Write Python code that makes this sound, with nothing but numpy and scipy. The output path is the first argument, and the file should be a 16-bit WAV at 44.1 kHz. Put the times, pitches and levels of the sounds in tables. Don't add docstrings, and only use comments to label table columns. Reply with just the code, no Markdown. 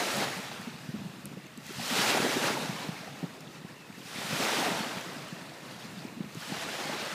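import sys
import numpy as np
from scipy import signal
from scipy.fft import rfft, irfft
from scipy.io import wavfile
from scipy.ndimage import uniform_filter1d

SR = 44100
rng = np.random.default_rng(int(sys.argv[2]) if len(sys.argv) > 2 else 0)


def inscribe(sig):
    pcm = np.round(np.clip(np.atleast_2d(sig).T, -1, 1) * 32767)
    wavfile.write(sys.argv[1], SR, pcm.astype(np.int16))


N = 314874
TIME = np.arange(N) / SR
FRAME, HOP = 1024, 256
EDGE_HZ = 15450

# (time [s], pitch [Hz], level [dB])
WHISTLE_GLIDE = [(3.765, 2760, -63), (3.80, 2690, -58), (3.835, 2620, -55), (3.88, 2500, -61)]

# (time [s], level [dB])
WIND_PUSH = [(0.0, -54), (0.22, -48.5), (0.5, -53), (0.85, -53), (0.97, -44.5), (1.16, -54), (1.28, -47.5),
             (1.45, -57), (1.65, -55), (1.85, -49), (2.34, -48.5), (2.78, -49), (3.04, -53), (3.56, -57.5),
             (4.05, -58), (4.3, -51.5), (4.61, -53), (5.43, -56.5), (6.0, -52.5), (6.3, -52.5),
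             (7.14, -56.5)]
# (frequency [Hz], level [dB per Hz])
PORT_COLOUR = [(20, -36), (55, -30), (80, -11.5), (105, -6.5), (140, 5.5), (190, 2), (280, -4.5),
               (400, -24), (700, -47), (2000, -53)]
# (start [s], swing level [dB], nominal ring [Hz], time to peak [s])
STRONG_EDDIES = [(0.171, -32.5, 210, 0.013), (0.366, -33, 174, 0.0046), (0.396, -31, 244, 0.0027),
                 (0.465, -42.5, 165, 0.0026), (0.595, -33, 187, .005), (0.670, -32, 224, 0.0065),
                 (0.889, -27.5, 159, 0.0036), (0.939, -28, 218, 0.0055), (0.959, -34.5, 200, 0.005),
                 (0.986, -35, 210, 0.0038), (1.013, -34.5, 221, 0.0044), (1.052, -31, 174, 0.0059),
                 (1.096, -36.5, 190, 0.0043), (1.256, -36, 214, 0.0062), (1.316, -36, 198, 0.0018),
                 (1.333, -39, 235, 0.0043), (1.369, -31.5, 246, 0.0055), (1.575, -36.5, 235, 0.0061),
                 (1.691, -37, 229, 0.0041), (1.865, -39, 247, .003), (1.909, -30, 260, 0.0054),
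                 (1.925, -26, 213, 0.0029), (1.990, -24, 196, 0.0026), (2.199, -26, 232, 0.0035),
                 (2.222, -30, 228, .005), (2.359, -27.5, 288, 0.0053), (2.501, -27, 270, 0.0039),
                 (2.596, -32, 248, 0.0034), (2.624, -31.5, 166, 0.0056), (2.646, -32, 235, 0.0035),
                 (2.693, -24, 170, 0.0038), (2.750, -33, 194, 0.0034), (2.842, -35.5, 270, 0.0058),
                 (2.889, -23.5, 186, 0.0029), (2.925, -36, 187, 0.0031), (3.229, -25, 223, 0.0021),
                 (3.239, -23, 182, 0.0031), (3.470, -38.5, 160, 0.0049), (3.648, -29.5, 202, 0.0022),
                 (3.898, -36, 200, 0.0027), (3.978, -37, 216, 0.0024), (4.004, -39, 280, 0.0022),
                 (4.055, -40, 194, .003), (4.158, -34, 202, 0.0024), (4.185, -30.5, 190, 0.0015),
                 (4.247, -37, 231, .004), (4.305, -33, 210, 0.0031), (4.327, -25.5, 156, 0.0045),
                 (4.402, -26, 270, 0.0031), (4.707, -29, 208, 0.0075), (4.804, -26, 180, 0.0028),
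                 (4.862, -34, 242, 0.0063), (4.968, -34, 177, 0.005), (5.062, -35, 223, 0.0024),
                 (5.164, -34.5, 232, 0.0038), (5.325, -31, 168, 0.0046), (5.411, -39, 178, 0.0058),
                 (5.851, -36.5, 182, 0.004), (5.970, -35, 178, 0.0085), (6.050, -29.5, 188, 0.0026),
                 (6.124, -37, 200, 0.0032), (6.168, -34, 251, 0.0059), (6.204, -24, 218, 0.0038),
                 (6.241, -32.5, 226, 0.003), (6.262, -39, 210, 0.0055), (6.353, -34.5, 247, 0.0026),
                 (6.369, -32.5, 162, .004), (6.493, -38, 254, 0.0087), (6.519, -26.5, 223, 0.0037),
                 (6.897, -32, 221, 0.0024), (7.024, -34, 220, .003)]
EDDIES_PER_S, EDDY_DB, EDDY_SCATTER_DB = 5.1, 6.5, 7.5
EDDY_HZ, EDDY_S = 174, 0.0034

# (start [s], ring level [dB], pitch [Hz], time to peak [s])
CLOSE_DROPS = [(0.169, -33, 11000, .0003), (0.509, -44, 6500, .0003), (0.573, -48, 6230, .0003),
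               (0.613, -44, 10500, .0002), (1.2564, -26.5, 10400, 0.0001), (1.467, -48, 6500, .0006),
               (1.575, -41, 7800, 0.0008), (1.667, -34.5, 6940, 0.00024), (3.406, -47, 7150, 0.0009),
               (3.407, -49, 5470, .001), (3.686, -51, 5400, 0.00044), (5.011, -36, 6000, .0003),
               (5.133, -44, 8500, .0002), (5.283, -49, 8300, .0008), (6.348, -40, 6830, 0.0004),
               (6.403, -44, 7750, 0.00092)]
# (centre [s], level [dB], spread either side [s])
FOAM_BURSTS = [(1.05, -67, 0.22), (3.01, -55, .03), (3.5, -70, 0.28), (5.25, -57, 0.13),
               (5.722, -54, 0.029), (5.833, -54.5, .04), (5.999, -50.5, 0.025)]
# (start [s], peak level [dB], starting pitch [Hz], time to peak [s])
LARGE_BUBBLES = [(0.652, -48.5, 867, 0.0068), (1.371, -38, 457, 0.0021), (1.706, -36, 346, 0.0025),
                 (1.7, -44, 1300, .003), (1.795, -34.5, 720, 0.003), (1.962, -30, 413, 0.0046),
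                 (2.364, -27, 360, 0.0057), (2.467, -33, 2570, .0025), (2.569, -29, 830, 0.0032),
                 (2.809, -39, 900, 0.0036), (2.94, -40, 740, .003), (2.962, -43, 2070, 0.0033),
                 (3.032, -41, 602, .0035), (3.077, -40, 732, .003), (3.375, -49, 387, 0.0061),
                 (3.688, -47, 1640, .003), (3.699, -52, 2190, .003), (4.158, -44, 2070, .0025),
                 (4.328, -32, 510, 0.0032), (4.412, -34, 730, .0035), (4.42, -31, 656, .003),
                 (4.663, -28, 660, 0.0025), (4.725, -30, 647, 0.0024), (5.474, -47, 1205, .002),
                 (5.519, -40, 689, 0.0015), (5.65, -45, 1190, 0.0016), (5.822, -41, 3100, 0.0014),
                 (6.548, -39, 415, 0.0033), (6.566, -37, 710, 0.0022)]
# (start [s], level [dB], centre [Hz], time to peak [s])
WATER_SHEETS = [(0.018, -36, 624, 0.0038), (0.206, -34, 380, 0.0048), (0.513, -42, 750, .003),
                (2.01, -32, 400, 0.0026), (2.147, -33, 430, 0.0043), (2.172, -26.5, 680, 0.0036),
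                (2.20, -31, 302, .003), (2.241, -33, 340, 0.011), (2.437, -30, 430, 0.0028),
                (2.468, -35, 550, 0.0027), (2.884, -42, 400, .004), (3.238, -41, 450, .004),
                (4.398, -31.5, 430, 0.0023), (4.572, -37, 300, 0.005), (4.676, -36, 330, 0.0034),
                (4.721, -34, 520, 0.0035), (6.796, -41, 340, 0.012), (6.851, -40, 330, 0.0054),
                (6.893, -34, 516, 0.0034), (6.925, -42, 320, 0.015)]

TRICKLE_DB, TRICKLE_FOLLOW, POPS_DB = -57.5, .65, -11

# (low edge [Hz], high edge [Hz])
PART_BANDS = [(450, 1000), (1400, 4500), (6500, 15000)]
# (frequency [Hz], level [dB per Hz])
BREAKER_COLOUR = [(41, -58), (70, -57), (98, -60), (129, -11), (207, -0.5), (347, -2), (435, -1),
                  (850, -0.76), (1060, -4.5), (1300, -3), (1580, -4), (1950, -4.5), (2650, -7), (3150, -9),
                  (3960, -9), (5400, -12), (12800, -24.5), (15300, -28)]
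# (frequency [Hz], level [dB per Hz])
BACKWASH_COLOUR = [(60, -34), (150, -4), (300, 4.5), (500, -2.5), (800, -5.5), (1100, -6), (1420, -5.5),
                   (1580, -7.5), (1800, -4), (2300, -8.5), (2650, -5.5), (3230, -11.5), (3600, -8),
                   (4200, -9), (5100, -10.5), (5800, -11.5), (7000, -12), (10000, -15), (15300, -18.5)]
# (fully broken, before each part's lag [s], rise [s], hold [s], foam [dB],
# churn above the foam [dB], spray above the foam [dB], extra draining tail [dB])
BREAKING_WAVES = [(-0.1, .4, 0.29, -36.5, -3, -6.5, -2), (2.015, 0.44, 0.11, -32, -4.5, -7.5, 1),
                  (2.463, 0.97, 0.005, -37.5, -.5, -6, -2), (4.441, 0.63, 0.24, -35.5, -2, -8.5, 3),
                  (6.535, 0.33, 0.35, -43, -4, -10, 3), (6.915, 0.78, 0.064, -44.5, -20, -17, 6)]
# (centre [s], foam [dB], churn [dB], spread either side [s])
CREST_PLUNGES = [(0.003, -37, -34, 0.023), (0.226, -37, -38, 0.029), (1.685, -48.5, -81, 0.034),
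                 (1.985, -35, -39.5, 0.05), (2.096, -30, -34.5, .021), (2.159, -38, -31.5, 0.027),
                 (2.253, -50, -34.5, 0.026), (2.325, -40, -38, 0.023), (2.423, -44, -36.5, 0.018),
                 (2.476, -34.5, -34.5, .026), (2.822, -46.5, -51, 0.033), (3.072, -59.5, -51, 0.014),
                 (3.2, -55, -54, 0.043), (3.55, -54, -63, 0.031), (3.70, -57, -58, .018),
                 (4.164, -45, -52, 0.025), (4.225, -50, -47, 0.018), (4.318, -42, -57, 0.015),
                 (4.43, -36, -38, 0.029), (4.49, -40, -44, 0.023), (4.555, -35.5, -39, 0.04),
                 (4.62, -43, -39, .015), (4.67, -40, -35, 0.017), (4.805, -43, -42, 0.034),
                 (6.417, -50, -59, .025), (6.553, -48, -42, 0.022), (6.623, -41, -48, 0.022),
                 (6.818, -47, -49, 0.022), (6.91, -53, -42.5, 0.051), (7.01, -43, -47, 0.015)]
PLUNGE_SPRAY_DB = -10
SWELL_POWER = 2.1
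# (lag [s], collapse [dB per s], draining tail [dB], drain [dB per s], offset from the lapping [dB])
WAVE_PARTS = [(0.045, 35.5, -11.5, 11, -3), (-0.026, 28, -12.5, 12.5, -0.5), (-0.045, 37, -6, 21, -9)]
# (time [s], level [dB])
LAPPING_LEVEL = [(0, -61), (1.0, -53), (1.5, -56), (3.0, -54), (3.6, -55.5), (3.92, -55.5), (5.4, -54),
                 (5.85, -49.5), (6.2, -54), (6.36, -52), (6.42, -49), (7.14, -41.5)]


def amp(db):
    return 10 ** (np.asarray(db) / 20)


def unit(x):
    return x / np.sqrt(np.mean(x ** 2) + 1e-20)


def read(points, hz):
    f, db = np.transpose(points)
    return np.interp(np.log(hz + 1), np.log(f + 1), db)


def add(mix, s, sound):
    part = mix[max(round(s * SR), 0):][:len(sound)]
    part += sound[:len(part)]


def surge(t, length):
    age = t / length
    return age * np.exp(1 - age)


def drift(rate_hz):
    hz = np.fft.rfftfreq(N, 1 / SR)
    return unit(irfft(rfft(rng.standard_normal(N)) / (1 + (hz / rate_hz) ** 4), N))


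def bubbles(per_s, low_hz, high_hz, cycles, spread_db, rise, count):
    out = np.zeros(N)
    sizes = np.geomspace(low_hz, high_hz, count)
    for hz, share in zip(sizes, sizes / sizes.sum()):
        age = np.arange(int(5 * cycles / hz * SR) + 2) * hz / SR
        ring = np.sin(2 * np.pi * age * (1 + rise * age / cycles)) * np.exp(-age / cycles)
        strength = amp(spread_db * np.minimum(rng.exponential(1, N), 4))
        births = (rng.random(N) < per_s * share / SR) * strength
        out += np.sqrt(hz) * signal.oaconvolve(births, ring)[:N]
    return unit(out)


def bird():
    s, hz, db = np.transpose(WHISTLE_GLIDE)
    pitch = np.interp(TIME, s, hz) * (1 + 0.009 * drift(90))
    turns = np.cumsum(pitch) / SR
    return np.interp(TIME, s, amp(db), left=0, right=0) * np.sin(2 * np.pi * turns)


def wind(lift_db=2.5, lumpy_db=3.0):
    push = rng.standard_normal(N) * amp(lumpy_db * drift(20))
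    colour = amp(read(PORT_COLOUR, np.fft.rfftfreq(N, 1 / SR)))
    rumble = unit(irfft(rfft(push) * colour, N))
    return rumble * amp(lift_db + np.interp(TIME, *np.transpose(WIND_PUSH)))


def weak_eddies():
    chance = rng.random((int(EDDIES_PER_S * N / SR), 3))
    s = chance[:, 0] * N / SR
    scatter = EDDY_SCATTER_DB * (2 * chance[:, 1] - 1)
    db = np.interp(s, *np.transpose(WIND_PUSH)) + EDDY_DB + scatter
    hz = EDDY_HZ * 2 ** (chance[:, 2] - .5)
    return list(zip(s, db, hz, np.full(len(s), EDDY_S)))


def bumps(sag=0.079, ragged=0.26, cut_hz=105, puff=0.06, puff_hz=480, skew=0.087):
    out, t = np.zeros(N), TIME[:SR // 10]
    puff_filter = signal.butter(2, puff_hz, fs=SR, output="sos")
    for s, db, hz, length in STRONG_EDDIES + weak_eddies():
        wobble = unit(uniform_filter1d(rng.standard_normal(len(t)), size=70))
        slowing = sag * (2 * np.exp(-t / length / 2) - 1)
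        turns = np.cumsum(hz * (1 + slowing + ragged * wobble)) / SR
        air = unit(signal.sosfilt(puff_filter, rng.standard_normal(len(t))))
        push = surge(t, length)
        lopsided = skew * push * np.sin(4 * np.pi * turns)
        add(out, s, amp(db) * push * (np.sin(2 * np.pi * turns) + lopsided + puff * air))
    return signal.sosfiltfilt(signal.butter(3, cut_hz, "highpass", fs=SR, output="sos"), out)


def drops(splash=0.59, echo=0.24, echo_s=0.00035):
    out, t = np.zeros(N), TIME[:SR // 40]
    for s, db, hz, length in CLOSE_DROPS:
        ring = np.sin(2 * np.pi * hz * t)
        tick = amp(db) * surge(t, length) * (ring + splash * rng.standard_normal(len(t)))
        add(out, s, tick)
        add(out, s + echo_s, echo * tick)
    return out


def sizzle():
    level = sum(amp(db) * np.exp(-((TIME - s) / spread) ** 2) for s, db, spread in FOAM_BURSTS)
    return level * bubbles(per_s=420, low_hz=3300, high_hz=5300, cycles=9, spread_db=0, rise=0.0073, count=24)


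def trickle():
    foam_db = np.interp(TIME, TIME[::HOP], wave_levels(TIME[::HOP])[1])
    plinks = bubbles(per_s=110, low_hz=620, high_hz=4800, cycles=8, spread_db=3.2, rise=0.02, count=44)
    pops = bubbles(per_s=160, low_hz=4500, high_hz=9000, cycles=6, spread_db=2.6, rise=0.01, count=12)
    level_db = TRICKLE_DB + TRICKLE_FOLLOW * (foam_db - np.median(foam_db))
    return amp(level_db) * (plinks + amp(POPS_DB) * pops)


def glugs(rise=0.014):
    out, t = np.zeros(N), TIME[:SR // 10]
    for s, db, hz, length in LARGE_BUBBLES:
        ring = np.sin(2 * np.pi * hz * t * (1 + rise * t / length))
        add(out, s, amp(db) * surge(t, length) * ring)
    return out


def slops(width=0.3):
    out, t = np.zeros(N), TIME[:SR // 10]
    f = np.fft.rfftfreq(len(t), 1 / SR)
    for s, db, hz, length in WATER_SHEETS:
        band = np.exp(-(np.log((f + 1) / hz) / width) ** 2 / 2)
        hollow = irfft(rfft(rng.standard_normal(len(t))) * band, len(t))
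        push = surge(t, length)
        add(out, s, amp(db) * np.sqrt(np.mean(push ** 2)) * unit(push * hollow))
    return out


def wave_levels(t):
    lapping, levels = np.interp(t, *np.transpose(LAPPING_LEVEL)), []
    for k, (lag, collapse, tail_db, drain, lapping_db) in enumerate(WAVE_PARTS):
        power = amp(lapping + lapping_db) ** 2
        for s, rise, hold, foam_db, churn_db, spray_db, extra_db in BREAKING_WAVES:
            age = t - s - lag
            swell = np.clip(1 + age / rise, 0, 1) ** SWELL_POWER
            spent = np.maximum(age - hold, 0)
            fall = amp(-collapse * spent) ** 2 + amp(tail_db + extra_db - drain * spent) ** 2
            part_db = foam_db + (churn_db, 0, spray_db)[k]
            power = power + (amp(part_db) * swell) ** 2 * fall
        for s, foam_db, churn_db, spread in CREST_PLUNGES:
            part_db = (churn_db, foam_db, foam_db + PLUNGE_SPRAY_DB)[k]
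            power = power + amp(part_db) ** 2 * np.exp(-((t - s) / spread) ** 2)
        levels.append(10 * np.log10(power))
    return np.array(levels)


def surf_colour(t, hz, calm_db=-55, span_db=12, boom_db=4, boom_hz=365, deep_db=-41, boom_lag_s=0.12,
                ripple_db=0.2):
    levels = wave_levels(t) + np.outer([0, ripple_db, ripple_db], np.interp(t, TIME, drift(4.1)))
    breaking = np.clip((levels[1] - calm_db) / span_db, 0, 1)
    field = np.outer(read(BREAKER_COLOUR, hz), breaking) + np.outer(read(BACKWASH_COLOUR, hz), 1 - breaking)
    heavy = np.clip((np.interp(t - boom_lag_s, t, levels[0]) - deep_db) / 7, 0, 1)
    boom = np.exp(-(np.log((hz + 1) / boom_hz) / 0.42) ** 2)
    field = field + boom_db * np.outer(boom, heavy - .4)
    held = []
    for lo, hi in PART_BANDS:
        band_power = (amp(field[(hz > lo) & (hz < hi)]) ** 2).sum(0)
        held.append(10 * np.log10(band_power / len(hz)))
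    centres = np.log(PART_BANDS).mean(1)
    reach = np.transpose([np.interp(np.log(hz + 1), centres, row) for row in np.eye(len(centres))])
    return field + reach @ (levels - held)


def surf(wash_db=-2, gurgle_db=-19, churn_db=-23, fizz_db=-8, plops_db=-18, patchy_db=0.87, slosh_db=.5):
    churn = bubbles(per_s=160, low_hz=220, high_hz=980, cycles=1.5, spread_db=2.7, rise=0.02, count=16)
    gurgle = bubbles(per_s=600, low_hz=460, high_hz=4024, cycles=12, spread_db=3, rise=0.0089, count=70)
    fizz = bubbles(per_s=5000, low_hz=2532, high_hz=14340, cycles=4.1, spread_db=1, rise=0.018, count=22)
    plops = bubbles(per_s=200, low_hz=900, high_hz=3800, cycles=9, spread_db=2.1, rise=0.015, count=36)
    water = amp(wash_db) * rng.standard_normal(N) + amp(plops_db) * plops
    water += amp(churn_db) * churn + amp(gurgle_db) * gurgle + amp(fizz_db) * fizz
    water *= amp(slosh_db * drift(28))
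    hz, t, z = signal.stft(water, SR, nperseg=FRAME, noverlap=FRAME - HOP)
    patches = uniform_filter1d(rng.standard_normal(z.shape), size=10, axis=0)
    patches = unit(uniform_filter1d(patches, size=12, axis=1))
    z = z * amp(surf_colour(t, hz) + patchy_db * patches)
    return signal.istft(z, SR, nperseg=FRAME, noverlap=FRAME - HOP)[1][:N]


def scene():
    air = bird() + wind() + bumps()
    details = drops() + sizzle() + trickle() + glugs()
    shore = air + details + slops() + surf()
    return np.array([shore, shore])


def record(dry):
    lowpass = signal.firwin(801, EDGE_HZ, window=("kaiser", 9), fs=SR)
    return signal.oaconvolve(dry, lowpass[None], "same")


dry = scene()
out = record(dry)
inscribe(out)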